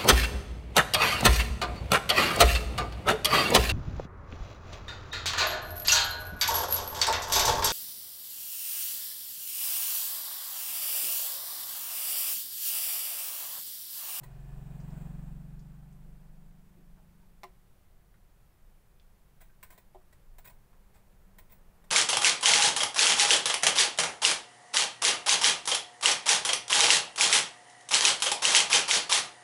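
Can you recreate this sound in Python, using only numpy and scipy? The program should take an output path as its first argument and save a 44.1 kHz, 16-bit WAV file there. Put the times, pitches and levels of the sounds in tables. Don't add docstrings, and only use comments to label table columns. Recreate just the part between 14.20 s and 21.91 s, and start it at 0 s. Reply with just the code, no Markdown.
import sys
import numpy as np
from scipy import signal
from scipy.fft import rfft, irfft, next_fast_len
from scipy.io import wavfile
from scipy.ndimage import uniform_filter1d

SR = 44100
rng = np.random.default_rng(int(sys.argv[2]) if len(sys.argv) > 2 else 0)


def inscribe(sig):
    pcm = np.round(np.clip(np.atleast_2d(sig).T, -1, 1) * 32767)
    wavfile.write(sys.argv[1], SR, pcm.astype(np.int16))


N = 339819
TIME = np.arange(N) / SR
HIT_TIME = TIME[:SR // 4]
CLOSEST_S, CLOSEST_M, SPEED_M_S, FIRING_HZ = 0.79, 2.217, 3.5, 22.93

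# (frequency [Hz], gain [dB])
TICK_SPECTRUM = [(1800, -3.5), (3000, 5.5), (3800, 4), (5000, -4), (6500, -8), (7700, 1), (9100, -0.5),
                 (10100, -2.5), (11500, -9.5), (13000, -2.5), (15500, -19)]
# (frequency [Hz], gain [dB])
MIC_RING_SPECTRUM = [(11000, -47), (13400, -15), (14400, 7), (15000, 7), (15550, 11), (16500, 6)]


def undb(db):
    return 10 ** (np.asarray(db) / 20)


def unit(x):
    return x / np.sqrt(np.mean(x ** 2))


def curve(rows):
    return np.interp(TIME, *np.transpose(rows))


def colour(x, spectrum):
    size = 2 * next_fast_len(len(x))
    hz, db = np.transpose(spectrum)
    bins_hz = np.maximum(np.arange(size // 2 + 1) * SR / size, 1)
    gain = undb(np.interp(np.log(bins_hz), np.log(hz), db))
    cepstrum = irfft(np.log(gain))
    cepstrum[1:size // 2] *= 2
    cepstrum[size // 2 + 1:] = 0
    return irfft(rfft(x, size) * np.exp(rfft(cepstrum)))[:len(x)]


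def dull(x, hz):
    return signal.lfilter(*signal.butter(3, hz, fs=SR), x)


def resonate(x, hz, width_hz):
    return signal.lfilter(*signal.iirpeak(hz, hz / width_hz, fs=SR), x)


def ring(x, modes):
    return sum(undb(db) * resonate(x, hz, width_hz) for hz, width_hz, db in modes)


def drift(rate_hz):
    hold = int(SR / rate_hz)
    steps = np.repeat(rng.standard_normal(N // hold + 1), hold)
    return unit(uniform_filter1d(uniform_filter1d(steps, hold), hold)[:N])


def wash(spectrum, flicker_db):
    return unit(colour(rng.standard_normal(N), spectrum)) * undb(flicker_db * drift(rate_hz=9.8))


def add(out, start_s, x):
    i = int(start_s * SR)
    out[i:i + len(x)] += x[:N - i]


def hit_level(x, db):
    return x * undb(db) / np.sqrt(np.mean(x[:SR // 50] ** 2))


def background():
    # (frequency [Hz], relative density [dB])
    room_spectrum = [(59, -30), (100, -5), (140, -3.5), (196, -6.5), (258, -17), (370, -14), (411, -15.5),
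                     (564, -16.5), (627, -18.5), (712, -18), (1660, -23.5), (3120, -29.5), (3930, -31.5),
                     (6260, -33.5), (15500, -30)]
    # (frequency [Hz], relative density [dB])
    rumble_spectrum = [(4, -4), (14, -4), (20, -1.5), (25, 6.5), (30, -9), (45, -9), (60, -16), (90, -16.5),
                       (125, -25.5), (250, -59)]
    # (time [s], level [dB])
    rumble_levels = [(0, -50.5), (1.6, -55), (3.3, -56.5), (5.3, -57), (6.5, -54), (7.7, -57.5)]
    # (frequency [Hz], relative density [dB])
    traffic_spectrum = [(90, -22), (150, 4), (190, 18), (240, -5.5), (400, 1), (900, -2), (2000, -10.5),
                        (4000, -24), (9000, -23)]
    # (time [s], level [dB])
    traffic_levels = [(0, -72), (4.7, -84.5), (5.6, -76.5), (7.7, -66.5)]
    room = wash(room_spectrum, flicker_db=0.25) * undb(-67.5)
    rumble = wash(rumble_spectrum, flicker_db=0.5) * undb(curve(rumble_levels))
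    traffic = wash(traffic_spectrum, flicker_db=0.5) * undb(curve(traffic_levels))
    return room + rumble + traffic


def passing():
    along_m = SPEED_M_S * (TIME - CLOSEST_S)
    distance_m = np.hypot(along_m, CLOSEST_M)
    return distance_m, along_m / distance_m


def path_gain(near_db, wall_db, loss_db_per_m, ahead_db=0):
    distance_m, bearing = passing()
    db = near_db - wall_db * bearing ** 2 - loss_db_per_m * (distance_m - CLOSEST_M) - ahead_db * bearing
    return undb(db) * CLOSEST_M / distance_m


def firing_rate(rise_hz_per_s=1.1, limit_hz=25.7):
    _, bearing = passing()
    source_hz = np.minimum(FIRING_HZ + rise_hz_per_s * (TIME - CLOSEST_S), limit_hz)
    return source_hz * (1 - bearing * SPEED_M_S / 343)


def exhaust_boom(rate_hz, cycles, lag_s_per_hz=0.00011):
    # (offset from centre [Hz], gain [dB])
    hump = [(-61, -29.5), (-64, -33), (-42, -13.5), (-6, 4), (16, -5), (32.5, -6), (57, -17.5),
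            (74.5, -17.5), (94, -28.5), (124.5, -21.5), (173, -44.5)]
    distance_m, bearing = passing()
    lift_hz = 7.9 * (1 - 2 * bearing ** 2)
    centre_hz = 146.8 + 15.3 * (rate_hz - FIRING_HZ) + lift_hz
    orders = np.arange(3, 15)[:, None]
    offset_hz = orders * rate_hz - centre_hz
    gains = undb(np.interp(offset_hz, *np.transpose(hump)))
    gains /= np.linalg.norm(gains, axis=0)
    phases = 2 * np.pi * orders * cycles - np.pi * lag_s_per_hz * offset_hz ** 2
    smear_rad = np.minimum(0.31 + 0.77 * (distance_m - CLOSEST_M), 2.1)
    phases += smear_rad * rng.standard_normal(orders.shape)
    return unit(np.sum(gains * np.cos(phases), axis=0))


def engine(puff_s=0.775, scatter_db=1.0, throb=0.17, clatter_db=9.5):
    # (frequency [Hz], gain [dB])
    thud_spectrum = [(10, -59), (23, 10), (46, 13.5), (52, -0.5), (69, -41.5), (100, -56.5), (200, -76.5)]
    # (frequency [Hz], width [Hz], gain [dB])
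    casing_modes = [(371.6, 22, 14.5), (734, 50, 9), (824, 7.3, 9.5), (1000, 19, 2.5), (1527, 56, 1.5),
                    (1720, 30, 0.5), (2450, 68, -5)]
    # (frequency [Hz], gain [dB])
    hiss_spectrum = [(200, -31.5), (330, 7), (490, -1.5), (640, 5), (1200, -4), (1700, -6.5), (2100, -11.5),
                     (3400, -17), (5800, -29.5), (7300, -15), (8500, -15), (10500, -29.5), (15500, -15)]
    rate_hz = firing_rate()
    cycles = np.cumsum(rate_hz) / SR
    cycles -= np.interp(puff_s, TIME, cycles)
    firings = np.flatnonzero(np.diff(np.floor(cycles)))
    pulses = np.zeros(N)
    pulses[firings] = undb(scatter_db * rng.standard_normal(len(firings)))
    thud = unit(colour(pulses, thud_spectrum)) * path_gain(near_db=-46.5, wall_db=-0.6, loss_db_per_m=1.5)
    boom = exhaust_boom(rate_hz, cycles) * path_gain(near_db=-42.5, wall_db=6.5, loss_db_per_m=0.62)
    clatter = unit(signal.fftconvolve(pulses, rng.standard_normal(SR // 20))[:N])
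    casing = unit(ring(rng.standard_normal(N) + undb(clatter_db) * clatter, casing_modes))
    casing *= path_gain(near_db=-67, wall_db=0, loss_db_per_m=0.6, ahead_db=6)
    hiss = wash(hiss_spectrum, flicker_db=1.3) * (1 + throb * np.cos(2 * np.pi * cycles))
    hiss *= path_gain(near_db=-62, wall_db=3.5, loss_db_per_m=0.5, ahead_db=3.5)
    fade_out = np.interp(TIME, [3.0, 3.6], [1, 0])
    return (thud + boom + casing + hiss) * fade_out


def echoes(bench_db, room_db, bench_s=0.008, room_t60_s=0.19):
    bench, room = rng.standard_normal((2, len(HIT_TIME)))
    bench *= np.exp(-(HIT_TIME / bench_s) ** 2 / 2)
    room *= np.exp(-np.log(1000) * HIT_TIME / room_t60_s)
    bench *= undb(bench_db) / np.linalg.norm(bench)
    room *= undb(room_db) / np.linalg.norm(room)
    return (HIT_TIME == 0) + bench + room


def contact(decay_s, grit_db, space):
    noise = rng.standard_normal(len(HIT_TIME))
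    grit = noise * np.abs(noise) * np.exp(-HIT_TIME / decay_s)
    push = (HIT_TIME == 0) + undb(grit_db) * grit / np.linalg.norm(grit)
    return signal.fftconvolve(push, space)[:len(HIT_TIME)]


def joint(push, touch_db, mic_ring_db, board_db=-14, tick_db=-15.5):
    # (frequency [Hz], width [Hz], gain [dB])
    joint_modes = [(383, 17, -18), (647, 45, -3), (705, 130, 0.5), (880, 120, -1.5), (1006, 79, 9.5),
                   (1263, 40, -3.5), (1554, 170, 2.5), (1933, 130, 3), (2144, 380, 1), (2470, 230, 0)]
    board = hit_level(dull(ring(push, joint_modes), hz=3290), touch_db + board_db)
    tick = hit_level(colour(push, TICK_SPECTRUM), touch_db + tick_db)
    mic_ring = hit_level(colour(push, MIC_RING_SPECTRUM), touch_db + mic_ring_db)
    return board + tick + mic_ring


def clicks():
    # (time [s], reference level [dB], mic ring re reference [dB])
    touches = [(0.034, -42.5, -14), (5.213, -48, -13), (5.429, -37.5, -11), (5.504, -46, -10),
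               (5.578, -46.5, -7), (5.927, -51.5, -19), (6.184, -45, -10), (6.252, -45, -10),
               (6.273, -43.5, -7), (6.298, -48, -11), (7.185, -43, -9), (7.322, -50.5, -2),
               (7.641, -53, -22)]
    out = np.zeros(N)
    for start_s, touch_db, mic_ring_db in touches:
        push = contact(decay_s=0.0081, grit_db=-1, space=echoes(bench_db=7, room_db=2))
        add(out, start_s, joint(push, touch_db, mic_ring_db))
    return out


def scratches(relative_width=0.62):
    # (time [s], level [dB], centre [Hz], decay [s])
    slips = [(0.602, -71.5, 5500, 0.014), (.705, -75, 5400, .008), (1.392, -72.5, 5400, 0.0097),
             (1.726, -76, 7975, .008), (1.85, -67, 390, 0.05), (2.57, -66.5, 330, 0.068),
             (2.775, -69, 750, 0.017), (3.03, -72.5, 830, 0.0088), (3.94, -72, 1620, 0.013),
             (4.798, -71, 3600, 0.0017), (5.295, -71, 1660, .012), (5.811, -73, 1030, 0.0082),
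             (6.53, -69, 930, .012)]
    out = np.zeros(N)
    for start_s, db, hz, decay_s in slips:
        push = contact(decay_s, grit_db=13, space=echoes(bench_db=-5.5, room_db=-6.5))
        width_hz = relative_width * hz
        band = resonate(resonate(push, hz, width_hz), hz, width_hz)
        add(out, start_s, hit_level(band, db))
    return out


def knocks(blows=3, bounce_s=0.005, cutoff_ratio=0.79, mic_ring_db=-4):
    # (time [s], blow level [dB], high-pass [Hz], first low-pass [Hz], tick re blow [dB])
    strikes = [(3.2337, -49.5, 660, 3300, -10.5), (5.7472, -56.5, 600, 670, -18.5)]
    # (frequency [Hz], width [Hz], gain [dB])
    board_modes = [(373, 15, 15), (520, 12, 12), (625, 15, 5), (705, 26, 12), (827, 80, 9.5), (896, 60, 2),
                   (1015, 28, 7), (1410, 25, -19), (1970, 160, -2.5), (1905, 63, -5.5), (2150, 190, 0),
                   (4270, 1400, -3), (5500, 590, 2)]
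    out = np.zeros(N)
    for start_s, db, highpass_hz, lowpass_hz, tick_db in strikes:
        landing = contact(decay_s=0.0054, grit_db=3, space=echoes(bench_db=7, room_db=2))
        add(out, start_s, hit_level(colour(landing, TICK_SPECTRUM), db + tick_db))
        add(out, start_s, hit_level(colour(landing, MIC_RING_SPECTRUM), db + tick_db + mic_ring_db))
        for blow in range(blows):
            push = contact(decay_s=0.0042, grit_db=-8, space=echoes(bench_db=-8, room_db=-11))
            push = dull(push, lowpass_hz * cutoff_ratio ** blow)
            push = signal.lfilter(*signal.butter(2, highpass_hz, "high", fs=SR), push)
            add(out, start_s + blow * bounce_s, hit_level(ring(push, board_modes), db))
    return out


def scrapes(release_s=0.0077):
    # (time [s], length [s], reference level [dB], mic ring re reference [dB])
    drags = [(5.205, 0.0077, -51.5, -9), (5.516, 0.011, -49, -11), (6.245, .012, -46, -9),
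             (6.741, 0.021, -54, -16), (7.295, 0.024, -53.5, -8)]
    out = np.zeros(N)
    for start_s, length_s, touch_db, mic_ring_db in drags:
        envelope = np.exp(-np.maximum(HIT_TIME - length_s, 0) / release_s)
        grit = rng.standard_normal(len(HIT_TIME)) ** 3 * envelope
        push = signal.fftconvolve(grit, echoes(bench_db=-21.5, room_db=4))[:len(HIT_TIME)]
        add(out, start_s, joint(push, touch_db, mic_ring_db))
    return out


def scene():
    return (engine() + clicks() + scrapes() + knocks() + scratches() + background())[None]


def record(dry):
    cutoff_hz = 15650
    return signal.sosfilt(signal.ellip(12, 0.2, 70, cutoff_hz, fs=SR, output="sos"), dry)


dry = scene()
out = record(dry)
inscribe(out)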